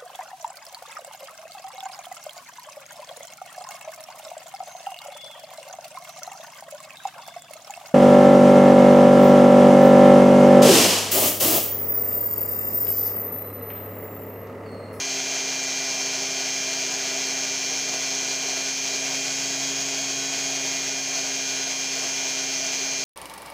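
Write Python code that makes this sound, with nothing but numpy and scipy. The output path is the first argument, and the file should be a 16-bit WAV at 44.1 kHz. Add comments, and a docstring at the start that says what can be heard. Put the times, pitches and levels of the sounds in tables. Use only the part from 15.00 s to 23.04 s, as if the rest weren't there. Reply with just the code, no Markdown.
"""Outdoors, a mono microphone close to a rotary tool whose diamond bit grinds a wet stone held on a board.
From the start grit rasps in random blows, strongest once a turn; the motor whines on multiples of about 133 Hz.
A thin stream of cooling water splatters on the hollow board, heard as random blows ringing its resonances.
Near 4 s the hand eases off: the pitch climbs until about 4.8 s and a thin, high sizzle joins in.
By 6 s the sizzle is gone; the pitch sinks back, while bumps nudge the grinding to the end."""
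import sys
import numpy as np
from scipy import signal
from scipy.fft import rfft, irfft, next_fast_len
from scipy.io import wavfile
from scipy.ndimage import uniform_filter1d

SR = 44100
rng = np.random.default_rng(int(sys.argv[2]) if len(sys.argv) > 2 else 0)


def bounce(signal):
    """Save signal as a 16-bit WAV file at the path given by the first command-line argument."""
    frames = np.transpose(np.atleast_2d(signal))
    limited = np.clip(frames, -1, 1)
    pcm = np.round(limited * 32767).astype(np.int16)
    wavfile.write(sys.argv[1], SR, pcm)


N = 354563
TIME_S = np.arange(N) / SR


def undb(db):
    """Decibels to gain."""
    return 10 ** (np.asarray(db) / 20)


def unit(x):
    """Scale to rms 1."""
    return x / np.sqrt(np.mean(x ** 2))


def curves(table):
    """Interpolate each column of a table over its first column, time in s."""
    time_s, *columns = np.transpose(table)
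    return [np.interp(TIME_S, time_s, column) for column in columns]


def walk(rate):
    """Random levels held 1 / rate s and smoothed twice; spread near 1."""
    hold = int(SR / rate)
    steps = np.repeat(rng.standard_normal(N // hold + 1), hold)
    smooth = uniform_filter1d(uniform_filter1d(steps, hold), hold)
    return 1.3 * smooth[:N]  # make up for the spread lost in smoothing


def filtered(x, response):
    """Pass x through a response given as a function of Hz."""
    size = next_fast_len(N + SR // 4)
    hz = np.maximum(np.arange(size // 2 + 1) * SR / size, 1)
    return irfft(rfft(x, size) * response(hz), size)[:N]


def colour(x, points):
    """Shape x by (Hz, dB) points, falling away below the first; rms 1."""
    hz, db = np.transpose(points)

    def response(f):
        low_cut = np.minimum(f / hz[0], 1) ** 2
        return undb(np.interp(np.log(f), np.log(hz), db)) * low_cut

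    return unit(filtered(x, response))


def ring(x, modes, flutter_db):
    """Ring (Hz, width Hz, dB) resonances with x, each driven now harder, now softer; rms 1."""
    total = np.zeros(N)
    for hz, width, db in modes:
        mode = filtered(x, lambda f: 1 / (1 + 1j * (f * f - hz * hz) / (f * width)))
        total += undb(db + flutter_db * walk(16)) * mode
    return unit(total)


def impacts(rate, scatter_db):
    """Tiny blows of either sign at random moments, their strengths scattered in dB; rms 1."""
    struck = rng.random(N) < rate / SR
    sign = np.sign(rng.standard_normal(N))
    return unit(struck * sign * undb(scatter_db * rng.standard_normal(N)))


def tone(turns):
    """A sine of rms 1 with a random start."""
    return np.sqrt(2) * np.sin(2 * np.pi * (turns + rng.random()))


# colour of the rasp on the stone: pitch_hz, level_db (relative)
RASP_COLOUR = [(500, -27), (1200, -20.5), (1900, -3.5), (2400, -3), (3700, -7.5), (4400, -4), (5000, -1.5),
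               (6000, 1), (6650, 0.5), (7400, -5), (8300, -17), (11000, -24.5), (13700, -28.5),
               (14900, -19.5)]
# resonances of the tool's housing and shank: pitch_hz, width_hz, level_db (relative)
HOUSING_MODES = [(1493, 30, -4.5), (1634, 49, -3), (2180, 67, -17), (2700, 115, -1.5), (3440, 63, 0),
                 (4340, 65, 0.5), (4415, 96, 1.5), (4905, 115, 2), (5790, 116, 2), (6370, 100, -1),
                 (6550, 59, 4)]


def rasp(turns, bump_db, level_db=-30.5, slope_db_per_s=-0.04, housing_top_hz=7000):
    """Grit breaks from the stone all the time, most in the arc where the off-centre bit digs in."""
    bite, arc_turns, scatter_db = .57, .11, 2.5
    angle = (turns + .5) % 1 - .5  # in turns, 0 where the bit digs in
    dig_in = np.exp(-(angle / arc_turns) ** 2) * undb(scatter_db * walk(130))
    force = 1 + bite * dig_in
    stone = colour(impacts(rate=20000, scatter_db=2.5) * force, RASP_COLOUR)
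    housing = ring(rng.standard_normal(N) * force, HOUSING_MODES, flutter_db=0.7)
    # the housing's ring falls away steeply above about 7 kHz
    housing = filtered(housing, lambda f: 1 / (1 + (f / housing_top_hz) ** 8))
    grit = undb(-0.85) * stone + undb(-4.0) * housing
    return undb(level_db + slope_db_per_s * TIME_S + bump_db) * grit  # the hand slowly relaxes


# reflections from the board, the water jug and the tyre below: delay_s, gain
REFLECTIONS = [(.0013, 0.17), (.00355, 0.13), (.00445, .09)]


def reflect(x):
    """Surfaces within a metre send the rasp back late and colour it."""
    def response(f):
        return 1 + sum(gain * np.exp(-2j * np.pi * f * delay_s) for delay_s, gain in REFLECTIONS)

    return filtered(x, response)


# speed of the shaft before its small sways: time_s, speed_hz (turns per second)
SHAFT_SPEED = [(0.08, 133.08), (0.5, 132.92), (1, 132.71), (1.5, 132.89), (2, 133.04), (2.8, 133.13),
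               (3.5, 133.35), (3.88, 133.46), (3.98, 133.4), (4.15, 134.26), (4.45, 135.0), (4.75, 135.61),
               (5.3, 135.48), (5.65, 134.63), (6, 134.13), (6.5, 133.74), (7.3, 133.56), (7.95, 133.42)]


def shaft_speed():
    """Speed in turns per second: it rises when the hand eases off."""
    speed_hz, = curves(SHAFT_SPEED)
    return speed_hz


def shaft(speed_hz, tremor_hz=8.06, swing_hz=0.062, flutter_hz=0.039):
    """Turns made so far; the tremor of the hand sways the load, and the speed with it."""
    sway = swing_hz * tone(tremor_hz * TIME_S)
    return np.cumsum(speed_hz + sway + flutter_hz * walk(60)) / SR


def load_off(speed_hz):
    """How far the hand has eased off, 0-1: the less load, the more speed."""
    loaded_hz = np.median(speed_hz)
    return np.clip((speed_hz - loaded_hz) / (speed_hz.max() - loaded_hz), 0, 1)


# unbalance of the shaft: multiple of the speed, level_db (relative), load_off_change_db
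UNBALANCE_TONES = [(1, -12.3, 5.5), (2, 0, 3.2)]
# clean tones of fan blades and commutator bars: multiple, level_db (relative), load_off_change_db
WHINE_TONES = [(18, -4.9, -2), (24, -9.3, 2.2), (48, -.4, .4), (70, -26.5, -4)]
INERTIA_S = 0.26  # the speed lags behind the load by the inertia of the rotor


def motor(turns, eased, unbalance_db=-44.5, whine_db=-34, waver_db=0.74, shake_db=0.75):
    """Unbalance hums, louder as soon as the stone lets the bit go; fan blades and commutator bars whine."""
    slope = uniform_filter1d(np.gradient(eased) * SR, size=4410)
    freed = np.clip(eased + INERTIA_S * slope, 0, 1)  # the load, ahead of the speed
    hum, whine = np.zeros(N), np.zeros(N)
    for k, db, free_db in UNBALANCE_TONES:
        hum += undb(db + free_db * np.maximum(freed, eased) + shake_db * walk(20)) * tone(k * turns)
    for k, db, free_db in WHINE_TONES:
        whine += undb(db + free_db * eased + waver_db * walk(18)) * tone(k * turns)
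    return undb(unbalance_db) * hum + undb(whine_db) * whine


ORDER_COUNT = 116  # multiples of the shaft speed
BOOM_ORDER = 3  # the multiple left to the boom of the board


def timing():
    """Lag of each multiple, in its own cycles: a swaying spread plus random scatter softens the knock in each turn."""
    sway, spacing, disorder = .24, 1 / 11, .12
    spread = sway * np.sin(2 * np.pi * (spacing * np.arange(ORDER_COUNT) + rng.random()))
    return np.cumsum(spread) + disorder * rng.standard_normal(ORDER_COUNT)


# unsteady tones of brushes and bearings: multiple, level_db (before level_db below), load_off_change_db
BEARING_TONES = [(5, -55, 0), (7, -60, 2.5), (8, -61.5, 5), (11, -57.5, 0), (15, -54, 0), (16, -51, -1),
                 (22, -52, -4), (23, -57, 6), (29, -53.5, 5), (30, -52.5, 0), (31, -48, -9), (33, -54, 4),
                 (37, -51.5, 1), (38, -51, -2), (39, -56, 8), (40, -45.5, -5), (42, -48, 0), (43, -48, 1),
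                 (44, -44, -4), (45, -46.5, -3), (46, -47, -1), (47, -46.5, -3), (50, -46, -2),
                 (58, -60, 0), (60, -63, 0), (74, -69, 0), (76, -69, 0), (112, -70, 0)]


def bearings(turns, lag, eased, level_db=1.35, waver_db=2.0, slip=0.026):
    """Each knock of the bit loads the bearings; their tones waver, and shift in strength as the load comes off."""
    tones = np.zeros(N)
    for k, db, free_db in BEARING_TONES:
        cycles = k * turns - lag[k - 1] + slip * walk(25)
        tones += undb(db + free_db * eased + waver_db * walk(6)) * np.cos(2 * np.pi * cycles)
    return np.sqrt(2) * tones * undb(level_db)


# buzz of the bit knocking once a turn, on all other multiples: multiple, level_db (before level_db below)
BUZZ_COLOUR = [(4, -62), (9, -62), (13, -63), (20, -56), (27, -60), (34, -56), (45, -51), (52, -58),
               (57, -66), (63, -71), (76, -77), (100, -83), (112, -76)]


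def buzz(turns, lag, level_db=1.5, uneven_db=2.2, scatter_db=1.3, size=8192):
    """One buzzing knock pattern repeats every turn, stronger on some turns than on others."""
    k = np.arange(1, ORDER_COUNT + 1)
    own_tones = [BOOM_ORDER] + [row[0] for row in [*UNBALANCE_TONES, *WHINE_TONES, *BEARING_TONES]]
    order_db = np.interp(k, *np.transpose(BUZZ_COLOUR)) + uneven_db * rng.standard_normal(ORDER_COUNT)
    gain = undb(order_db) * ~np.isin(k, own_tones)
    spectrum = np.r_[0, gain * np.exp(-2j * np.pi * lag)]
    one_turn = irfft(spectrum, size) * size / np.sqrt(2)
    pattern = np.interp(turns % 1, np.arange(size) / size, one_turn)
    return pattern * undb(scatter_db * walk(130) + level_db)


# the bit catches on a bump or skips over a hollow: centre_s, length_s, rasp_change_db, board_change_db
BUMP_EVENTS = [(0.046, .08, -1.5, 3), (.17, 0.052, 0, 1.5), (1.27, 0.066, -2.5, -0.5), (1.91, .07, 0, 3.5),
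               (2.198, .1, 0.5, 1), (2.928, .09, 0, 3.5), (3.808, 0.051, 0, -0.5), (4.13, 0.077, 0.5, 1),
               (5.39, 0.08, 1.5, 3.5), (6.04, 0.07, -0.5, -1), (6.9, 0.055, -1.8, -2),
               (7.057, 0.061, .8, 5), (7.733, 0.064, 0.5, 2.5), (7.96, .2, -1, 0.5)]


def bumps():
    """Change of rasp and board in dB: each bump comes and goes as a smooth bell."""
    change_db = np.zeros((2, N))
    for centre_s, length_s, rasp_db, board_db in BUMP_EVENTS:
        bell = np.exp(-(2 * (TIME_S - centre_s) / length_s) ** 2)
        change_db += np.outer([rasp_db, board_db], bell)
    return change_db


def hand(tremor_hz=8.5, tremor_db=0.21, rough_db=0.54):
    """Gain from the pressure on the bit: the hand trembles and the stone is uneven."""
    tremor = tone(np.cumsum(tremor_hz * (1 + 0.203 * walk(6))) / SR)
    return undb(tremor_db * tremor + rough_db * walk(55))


# resonances of the board and the hollow under it: pitch_hz, width_hz, level_db (relative)
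BOARD_MODES = [(211, 43, -9.5), (394.6, 13, -2.5), (446, 92, -2), (652.6, 83, 4), (734.4, 9, 1.5),
               (922, 36, -12)]


def board(bump_db, level_db=-39.5, slope_db_per_s=-0.2132, bass_hz=50):
    """Falling water and the shaking stone drum on the board, which radiates little bass."""
    drumming = ring(impacts(rate=6000, scatter_db=2), BOARD_MODES, flutter_db=0.86)
    drumming = filtered(drumming, lambda f: 1 / (1 + bass_hz / (1j * f)))
    return undb(level_db + slope_db_per_s * TIME_S + bump_db) * drumming


def boom(turns, eased, level_db=-46.5, slope_db_per_s=-.5, free_db=-1.5, waver_db=2.0):
    """The stone pressed on the board drives its lowest strong resonance, less when the hand eases off."""
    boom_db = level_db + slope_db_per_s * TIME_S + free_db * eased
    return undb(boom_db + waver_db * walk(18)) * tone(BOOM_ORDER * turns)


# the bit skating on the stone: time_s, level_db
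SKID_LEVEL = [(3.95, -65), (4.2, -42), (4.5, -40), (4.7, -46), (5.4, -44), (6.0, -65)]
# its ring: pitch_hz, width_hz, level_db (relative)
SKID_MODES = [(7180, 130, 0)]


def skid():
    """The lightly loaded bit skates on the wet stone with a thin, high sizzle: noise in a narrow ring."""
    level_db, = curves(SKID_LEVEL)
    return undb(level_db) * ring(rng.standard_normal(N), SKID_MODES, flutter_db=0.0)


def low_hum(pitch_hz=161, level_db=-59.8):
    """A steady low sine behind the work."""
    return undb(level_db) * tone(pitch_hz * TIME_S)


def scene():
    """Tool, stone and board in one spot, close to the mono microphone."""
    speed_hz = shaft_speed()
    eased = load_off(speed_hz)
    turns, lag = shaft(speed_hz), timing()
    rasp_bump_db, board_bump_db = bumps()
    knocks = bearings(turns, lag, eased) + buzz(turns, lag)
    # the bit rides over the uneven stone, so knocks, rasp and board surge together
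    grinding = hand() * (reflect(rasp(turns, rasp_bump_db)) + knocks + board(board_bump_db))
    mono = grinding + motor(turns, eased) + boom(turns, eased) + skid() + low_hum()
    return np.tile(mono, (2, 1))


def record(dry, top_hz=15450):
    """The recorder cuts the top steeply."""
    return signal.sosfilt(signal.ellip(12, .1, 80, top_hz, fs=SR, output="sos"), dry)


dry = scene()
out = record(dry)
bounce(out)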